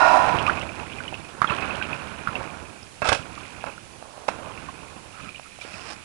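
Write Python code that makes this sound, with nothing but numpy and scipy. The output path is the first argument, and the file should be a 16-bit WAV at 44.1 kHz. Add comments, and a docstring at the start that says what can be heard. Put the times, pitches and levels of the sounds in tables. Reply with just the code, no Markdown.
"""Spade in stony soil

A steel spade is pushed, trodden and levered into the ground, heard through the tool itself on the right.
The free blade sings as it scrapes in, until the soil damps it; then earth rumbles and crackles along it
and stones tick on the steel. A boot drives it down with a crunch, the blade creaks as it is levered,
and loose soil slides as the load is lifted."""
import sys
import numpy as np
from scipy import signal
from scipy.fft import rfft, irfft, next_fast_len
from scipy.io import wavfile

SR = 44100
rng = np.random.default_rng(int(sys.argv[2]) if len(sys.argv) > 2 else 0)


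def wav_out(sig):
    """Save sig, one row per channel (or a flat mono array), as 16-bit PCM at SR to the path in sys.argv[1]."""
    wavfile.write(sys.argv[1], SR, np.round(np.clip(np.atleast_2d(sig).T, -1, 1) * 32767).astype(np.int16))


N = 266408
TIME = np.arange(N) / SR

# bright spectrum of grit on steel: f/Hz, level/dB
GRIT_EQ = [(300, -40), (1200, -35), (2000, 7.5), (2700, 9), (3500, 9), (4400, 3), (5400, 5.5), (6500, -1.5),
           (8500, -2.5), (11000, -11.5)]
# damped resonances of the buried spade: f/Hz, width/Hz, level/dB
BURIED_MODES = [(620, 208, 3.5), (1045, 254, 1), (1340, 120, 4), (1635, 170, -2.5), (2135, 240, -11),
                (2600, 72, -2.5), (2754, 130, -14), (4170, 120, -20), (4360, 130, -19)]


def undb(db):
    """Decibels to gain."""
    return 10 ** (np.asarray(db) / 20)


def unit(x):
    """Scale to an rms of one."""
    return x / np.sqrt(np.mean(x ** 2) + 1e-18)


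def shape(x, response):
    """Filter x by a gain given as a function of frequency."""
    size = next_fast_len(len(x) + SR // 10)
    hz = np.maximum(np.arange(size // 2 + 1) * SR / size, 1)
    return irfft(rfft(x, size) * response(hz), size)[:len(x)]


def colour(x, points):
    """EQ x along a curve of points: f/Hz, level/dB."""
    hz, db = np.transpose(points)
    return shape(x, lambda f: undb(np.interp(np.log(f), np.log(hz), db)))


def resonate(x, modes):
    """Ring a set of resonances (f/Hz, width/Hz, level/dB); neighbours move in opposite senses."""
    return shape(x, lambda f: sum((-1) ** k * undb(db) / (1 + 1j * (f * f - hz * hz) / (f * width))
                                  for k, (hz, width, db) in enumerate(modes)))


def grains(rate, spread_db):
    """Random clicks, about `rate` a second, mostly small and a few large."""
    sizes = undb(spread_db * np.minimum(rng.exponential(size=N), 4))
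    hits = rng.random(N) < rate / SR
    return unit(hits * sizes * rng.choice([-1, 1], N))


def walk(rate):
    """A random drift of rms one that takes `rate` new values a second."""
    count = int(N / SR * rate) + 2
    return unit(np.interp(TIME * rate, np.arange(count), rng.standard_normal(count)))


def gate(start, attack, length, release):
    """Rise, hold and fall back to silence within a given length."""
    return np.clip(np.minimum((TIME - start) / attack, (start + length - TIME) / release), 0, 1)


def ping(t, hz, ring):
    """A few cycles of tone that swell and are quickly smothered by the soil."""
    attack = 1 - np.exp(-t / 0.0002)
    return np.sin(2 * np.pi * hz * t) * attack * np.exp(-(t / ring * 1.08) ** 2)


def add(track, start, sound):
    """Mix a sound in at a time in seconds."""
    i = max(int(start * SR), 0)
    track[i:i + len(sound)] += sound[:N - i]


def entry_scrape():
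    """Dense grit rasps on the steel and rings the free blade; its upper modes die first as it sinks."""
    # modes of the free blade: f/Hz, width/Hz, level/dB
    blade_modes = [(292, 12, -11), (629, 11, 2), (652, 20, -5), (682, 16, -2), (750, 16, -1),
                   (800, 40, -10), (890, 25, -8), (986, 20, 3), (1030, 40, -6), (1119, 25, -11),
                   (1320, 25, -12), (1364, 25, -7), (1431, 20, -4), (1836, 20, -14), (1873, 22, -17),
                   (2160, 30, -24), (2476, 70, -22), (2622, 50, -22), (2740, 60, -23), (3942, 60, -28),
                   (5170, 150, -34), (5650, 70, -35)]
    # grit rasping on bare steel: f/Hz, level/dB
    rasp_eq = [(150, -14.5), (300, -18), (480, -11.5), (650, 1.5), (1000, 5), (1200, -4), (1700, -8.5),
               (2000, -17), (2600, -14), (3200, -23.5), (5000, -26.5), (10000, -38)]
    split_hz, hold_s = 1200, 0.16
    grit = grains(rate=5000, spread_db=2.5)
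    lower = unit(resonate(grit, [mode for mode in blade_modes if mode[0] < split_hz]))
    upper = unit(resonate(grit, [mode for mode in blade_modes if mode[0] >= split_hz]))
    rasp = unit(colour(grains(rate=4000, spread_db=2.5), rasp_eq))
    upper_db = -5.5 - 54 * np.minimum(TIME, hold_s)
    # after the hold, the soil grips and damps the whole blade
    level_db = -16 - 53 * np.maximum(TIME - hold_s, 0)
    free = np.interp(TIME, [0.5, 0.66], [1, 0])
    return free * undb(level_db) * (undb(-2.7) * lower + undb(upper_db) * upper + undb(-5) * rasp)


def shove_envelope(layer, fade_share=1):
    """Gain of one soil layer: each shove builds up, mostly fades as the ground brakes it, and stops."""
    # shoves of the blade: t/s, rise/s, length/s, rubbing fade/(dB/s), strength/dB,
    # stoniness/dB, crumbs/dB, rumble/dB
    shoves = [(0.0, 0.29, 0.7, 17, -33.5, -1.5, -4.5, -1), (0.56, 0.18, 0.81, 13.5, -44.5, -0.5, 0, 3),
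              (1.274, 0.15, 0.22, 40, -42.5, 0, -22, -1), (1.446, 0.063, 1.77, 19.5, -33.5, 1, -6, -2.5),
              (2.255, 0.11, 0.81, 50, -39, -2.5, -8, -3), (3.017, 0.06, 1.09, 20.5, -45.5, 0, -2, 2),
              (3.29, 0.093, 0.53, 15, -51, 0.5, 1, -7), (3.623, 0.066, 0.13, 64, -44.5, -6, -9, 1),
              (3.796, 0.18, 0.8, -20, -58, -5, -8, -2), (4.272, 0.018, 1.02, 21, -48.5, 1.5, -4.5, 3.5),
              (4.424, 0.19, 0.88, 23, -50.5, 1, -4, 0), (4.746, 0.092, 0.63, 27, -56.5, -9, -0.5, -4),
              (5.077, 0.17, 0.28, 5, -57.5, 3, 10.5, 6.5), (5.296, 0.053, 0.43, 10, -65, -1, 12.5, 5),
              (5.58, 0.11, 0.73, 10, -53.5, 2.5, 2.5, 1.5)]
    energy = np.zeros(N)
    for start, rise, length, fade, db, stony_db, crumbs_db, rumble_db in shoves:
        moving = gate(start, rise, length, release=0.085)
        now = moving > 0
        braked_db = fade_share * fade * np.maximum(TIME[now] - start - rise, 0)
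        layer_db = {"soft": -stony_db, "stony": stony_db, "crumbs": crumbs_db, "rumble": rumble_db}
        energy[now] += (moving[now] * undb(db + layer_db[layer] - braked_db)) ** 2
    return np.sqrt(energy)


def soil_shear():
    """Earth shears in small jerks: low rumble, dull and stony rubbing on the steel, crackling crumbs."""
    # weight of the shifting earth: f/Hz, level/dB
    rumble_eq = [(20, -38), (40, -15), (65, 2.5), (125, 0.5), (200, -1), (320, -3.5), (480, -11.5),
                 (800, -10), (2000, -40)]
    # dull rub of soft soil: f/Hz, level/dB
    soft_eq = [(200, -16), (400, -1.5), (620, 1.5), (900, -0.5), (1100, 1.5), (1400, -13.5), (2000, -32),
               (6000, -42)]
    # harder rub of stony soil: f/Hz, level/dB
    stony_eq = [(500, -20), (900, -1.5), (1150, -1), (1400, 4), (1650, 0), (1950, -6.5), (2500, -5.5),
                (3200, -14), (4300, -18.5), (7000, -58), (11000, -63)]
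    jerks = undb(1.5 * walk(rate=60))
    rumble = unit(colour(grains(rate=900, spread_db=1), rumble_eq))
    soft = unit(colour(grains(rate=2500, spread_db=3), soft_eq)) * shove_envelope("soft")
    stony = unit(colour(grains(rate=3000, spread_db=3.5), stony_eq)) * shove_envelope("stony")
    crackle = crumb_cracks() + undb(-9.5) * unit(colour(grains(rate=780, spread_db=6), GRIT_EQ))
    # rumble and crackle outlast the rubbing
    rumble *= shove_envelope("rumble", fade_share=0.64)
    crackle *= shove_envelope("crumbs", fade_share=0.7)
    return (rumble + soft + stony) * jerks + crackle


def crumb_cracks(count=2000, range_db=13.5):
    """Crumbs crack on the blade and ring it briefly; the shorter the crack, the more its pitch strays."""
    t = TIME[:SR // 125]
    when, size, sustain = rng.random((3, count, 1))
    stray = (0.16 - 0.11 * sustain) * rng.standard_normal((count, 1))
    pings = undb(range_db * size ** 4) * ping(t, hz=2560 * np.exp(stray), ring=0.001 + 0.003 * sustain)
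    places = (when * N).astype(int) + np.arange(len(t))
    cracks = unit(np.bincount(places.ravel(), pings.ravel(), N)[:N])
    # finer crumbs grind on in the same resonances
    grind = unit(resonate(grains(rate=900, spread_db=0.5), [(2400, 250, 0), (2570, 140, 0)]))
    return unit(cracks + undb(-3.5) * grind)


def hiss():
    """Steady hiss of the input stage."""
    # noise floor, tilted towards the bass: f/Hz, level/dB
    hiss_eq = [(20, 8.5), (100, 13.5), (400, 7.5), (1500, 5), (4000, 2), (7000, 0), (11000, -1)]
    return undb(-50) * unit(colour(rng.standard_normal(N), hiss_eq))


def stone_ticks():
    """A stone snaps past the edge: a ping, a broad click, and a short shudder of the shaft."""
    # larger stones striking the blade: t/s, level/dB, f/Hz, ring/s
    strikes = [(.387, -15.5, 2800, 0.0013), (0.466, -15, 2500, 0.0046), (0.479, -17, 1190, 0.012),
               (0.496, -11, 1434, 0.0049), (0.572, -23.5, 2560, 0.0037), (.614, -21.5, 2620, 0.0017),
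               (.691, -29, 2400, 0.005), (.830, -31, 890, .0076), (.985, -29, 2430, .0053),
               (1.004, -27, 1500, 0.0052), (1.079, -29, 2950, 0.0096), (1.126, -26, 776, 0.0023),
               (1.142, -24.5, 2680, 0.0031), (1.4176, -6, 1175, 0.0038), (1.444, -11, 1310, 0.0048),
               (1.474, -27.5, 3300, 0.0054), (1.499, -21, 2660, 0.0076), (1.507, -19.5, 1160, 0.0073),
               (1.518, -25, 1340, 0.025), (1.538, -30, 3200, 0.0023), (1.624, -25.5, 2577, 0.012),
               (1.707, -24.5, 2580, 0.0066), (1.752, -29, 2930, .0038), (1.813, -26, 1540, 0.014),
               (1.825, -16, 2600, 0.0013), (1.93, -22.5, 2540, 0.0075), (2.273, -15.5, 1350, 0.0036),
               (2.289, -24.5, 1340, 0.0095), (2.354, -23, 2680, 0.0085), (2.411, -27.5, 910, 0.0079),
               (2.83, -37.5, 5200, 0.0024), (3.377, -32, 1180, 0.0067), (3.779, -35, 1420, 0.0067),
               (4.576, -29.5, 2500, .002), (4.687, -30.5, 1066, 0.01), (5.290, -31.5, 2450, 0.0058),
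               (5.346, -34.5, 2440, 0.0087), (5.359, -35, 2900, .005), (5.613, -33, 2360, 0.0077),
               (5.739, -33.5, 2570, 0.0097)]
    click_eq = [(60, 20), (200, 23), (700, 1), (1700, 14.5), (3000, 2), (5000, -8), (11000, -46)]
    out, t = np.zeros(N), TIME[:SR // 12]
    for start, db, hz, ring in strikes:
        snap, shake = rng.standard_normal((2, len(t)))
        click = unit(colour(snap, click_eq)) * np.exp(-t / 0.004)
        band = [(hz, 800, 0)]
        shudder = unit(resonate(resonate(shake, band), band))
        shudder *= np.exp(-t / 0.0094) * (1 - np.exp(-t / 0.0042))
        add(out, start, undb(db) * (ping(t, hz, ring) + undb(-10) * shudder + undb(-14.5) * click))
    return out


def clod_thuds():
    """The ground gives with a short, low bump."""
    # clods breaking loose: t/s, level/dB, f/Hz
    clods = [(1.501, -19, 139), (2.286, -23.5, 143), (3.02, -28, 112), (3.087, -31, 71), (3.117, -27, 103),
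             (3.194, -27.5, 111), (5.235, -33.5, 212), (5.27, -30, 189), (5.74, -34, 192)]
    out, t = np.zeros(N), TIME[:SR // 6]
    soft_attack = 1 - np.exp(-t / 0.0029)
    for start, db, hz in clods:
        add(out, start, undb(db) * ping(t, hz, ring=1.3 / hz) * soft_attack)
    return out


def boot_knocks():
    """A blunt contact rocks the whole spade for a few cycles and clanks its damped resonances."""
    # dull knocks of boot and shaft on the blade: t/s, level/dB, f/Hz, clank trim/dB
    contacts = [(3.019, -14.5, 1180, -0.5), (3.094, -24, 890, 4.5), (3.119, -17, 1080, -2),
                (3.64, -28, 795, 6), (4.025, -28.5, 730, -6.5), (4.178, -27.5, 666, -14),
                (4.283, -13, 650, -25), (4.287, -10.5, 840, -7), (5.396, -32.5, 800, -2.5),
                (5.588, -31.5, 660, -15), (5.649, -26.5, 437, -16)]
    out, t = np.zeros(N), TIME[:SR // 12]
    impulse = 1.0 * (t == 0)
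    clank = resonate(impulse, BURIED_MODES)
    clank /= abs(clank).max()
    for start, db, hz, clank_db in contacts:
        rocking = ping(t, hz, ring=0.003) * (1 - np.exp(-t / 0.0006))
        add(out, start, undb(db) * (undb(-2.2) * rocking + undb(clank_db + 2) * clank))
    return out


def earth_crunch():
    """Packed earth gives way in bursts that knock the buried spade and spray grit over it."""
    # the edge breaking through: t/s, level/dB, length/s, grit trim/dB
    bursts = [(3.019, -15, 0.012, -27), (3.043, -16.5, 0.0075, -17.5), (3.051, -16, 0.019, -17.5),
              (3.07, -18, 0.016, -12), (3.087, -9.5, 0.0095, -11), (3.105, -21, 0.012, -20),
              (3.117, -9.5, 0.012, -24), (3.127, -12.5, 0.0052, -7), (3.146, -19.5, 0.0087, -8.5),
              (3.661, -26.5, 0.015, -27), (3.683, -28, 0.008, -26), (4.281, -20, 0.012, -12.5),
              (5.605, -41.5, 0.042, -3.5)]
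    knock_eq = [(40, 22), (130, 3.5), (300, -2), (480, -7), (750, -9.5), (3000, -1), (6000, -14)]
    out, t = np.zeros(N), TIME[:SR // 10]
    for start, db, length, grit_db in bursts:
        push, spray = rng.standard_normal((2, len(t)))
        force = t / length * np.exp(-3 * t / length) + 0.048 * np.exp(-t / 0.035)
        knock = unit(colour(resonate(push * force, BURIED_MODES), knock_eq))
        grit = unit(colour(spray * force, GRIT_EQ))
        gain = undb(db - 9.5) * np.sqrt(length / t[-1])  # a longer burst carries more energy
        add(out, start, gain * (knock + undb(grit_db + 6.5) * grit))
    return out


def lever_creak():
    """The blade sticks and slips in one narrow resonance while the handle is pulled back."""
    # creaks against the soil: t/s, length/s, level/dB
    creaks = [(5.13, 0.094, -46), (5.242, 0.056, -43.5), (5.438, 0.043, -47.5)]
    levering = sum(undb(db) * gate(start, 0.02, length, release=0.015) for start, length, db in creaks)
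    slips = grains(rate=1000, spread_db=4)
    return levering * unit(resonate(slips, [(1310, 96, 0)]))


def soil_slide():
    """Dry crumbs run over the rising blade, swelling and fluttering until the lift stops."""
    # loose soil running over steel: f/Hz, level/dB
    loose_eq = [(200, 1), (700, 7), (1300, 6), (1900, 2.5), (2600, 1.5), (3500, -4.5), (4500, -1),
                (5250, 3), (6200, -8), (8400, -9.5), (10000, -19)]
    start_s, swell_db_per_s, flutter_db = 5.585, 17, 2.5
    lifting = gate(start_s, attack=0.12, length=0.368, release=0.025)
    level_db = -47 + swell_db_per_s * (TIME - start_s) + flutter_db * walk(rate=25)
    trickle = unit(colour(grains(rate=3000, spread_db=4), loose_eq))
    return lifting * undb(level_db) * trickle


def scene():
    """The spade sits on the right; only a trace of it reaches the left, under a fainter hiss."""
    # bleed of the spade into the left channel: f/Hz, level/dB
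    bleed_eq = [(100, -37), (700, -33), (2500, -47)]
    spade = entry_scrape() + soil_shear() + stone_ticks() + clod_thuds()
    spade += boot_knocks() + earth_crunch() + lever_creak() + soil_slide()
    left = colour(spade, bleed_eq) + undb(-10) * hiss()
    right = spade + hiss()
    return 2 * np.array([left, right])


def record(dry):
    """Clip the peaks just under full scale, then cut the top steeply above 11 kHz."""
    lowpass = signal.ellip(10, 0.2, 80, 11000, fs=SR, output="sos")
    return signal.sosfilt(lowpass, np.clip(dry, -0.92, 0.92))


dry = scene()
out = record(dry)
wav_out(out)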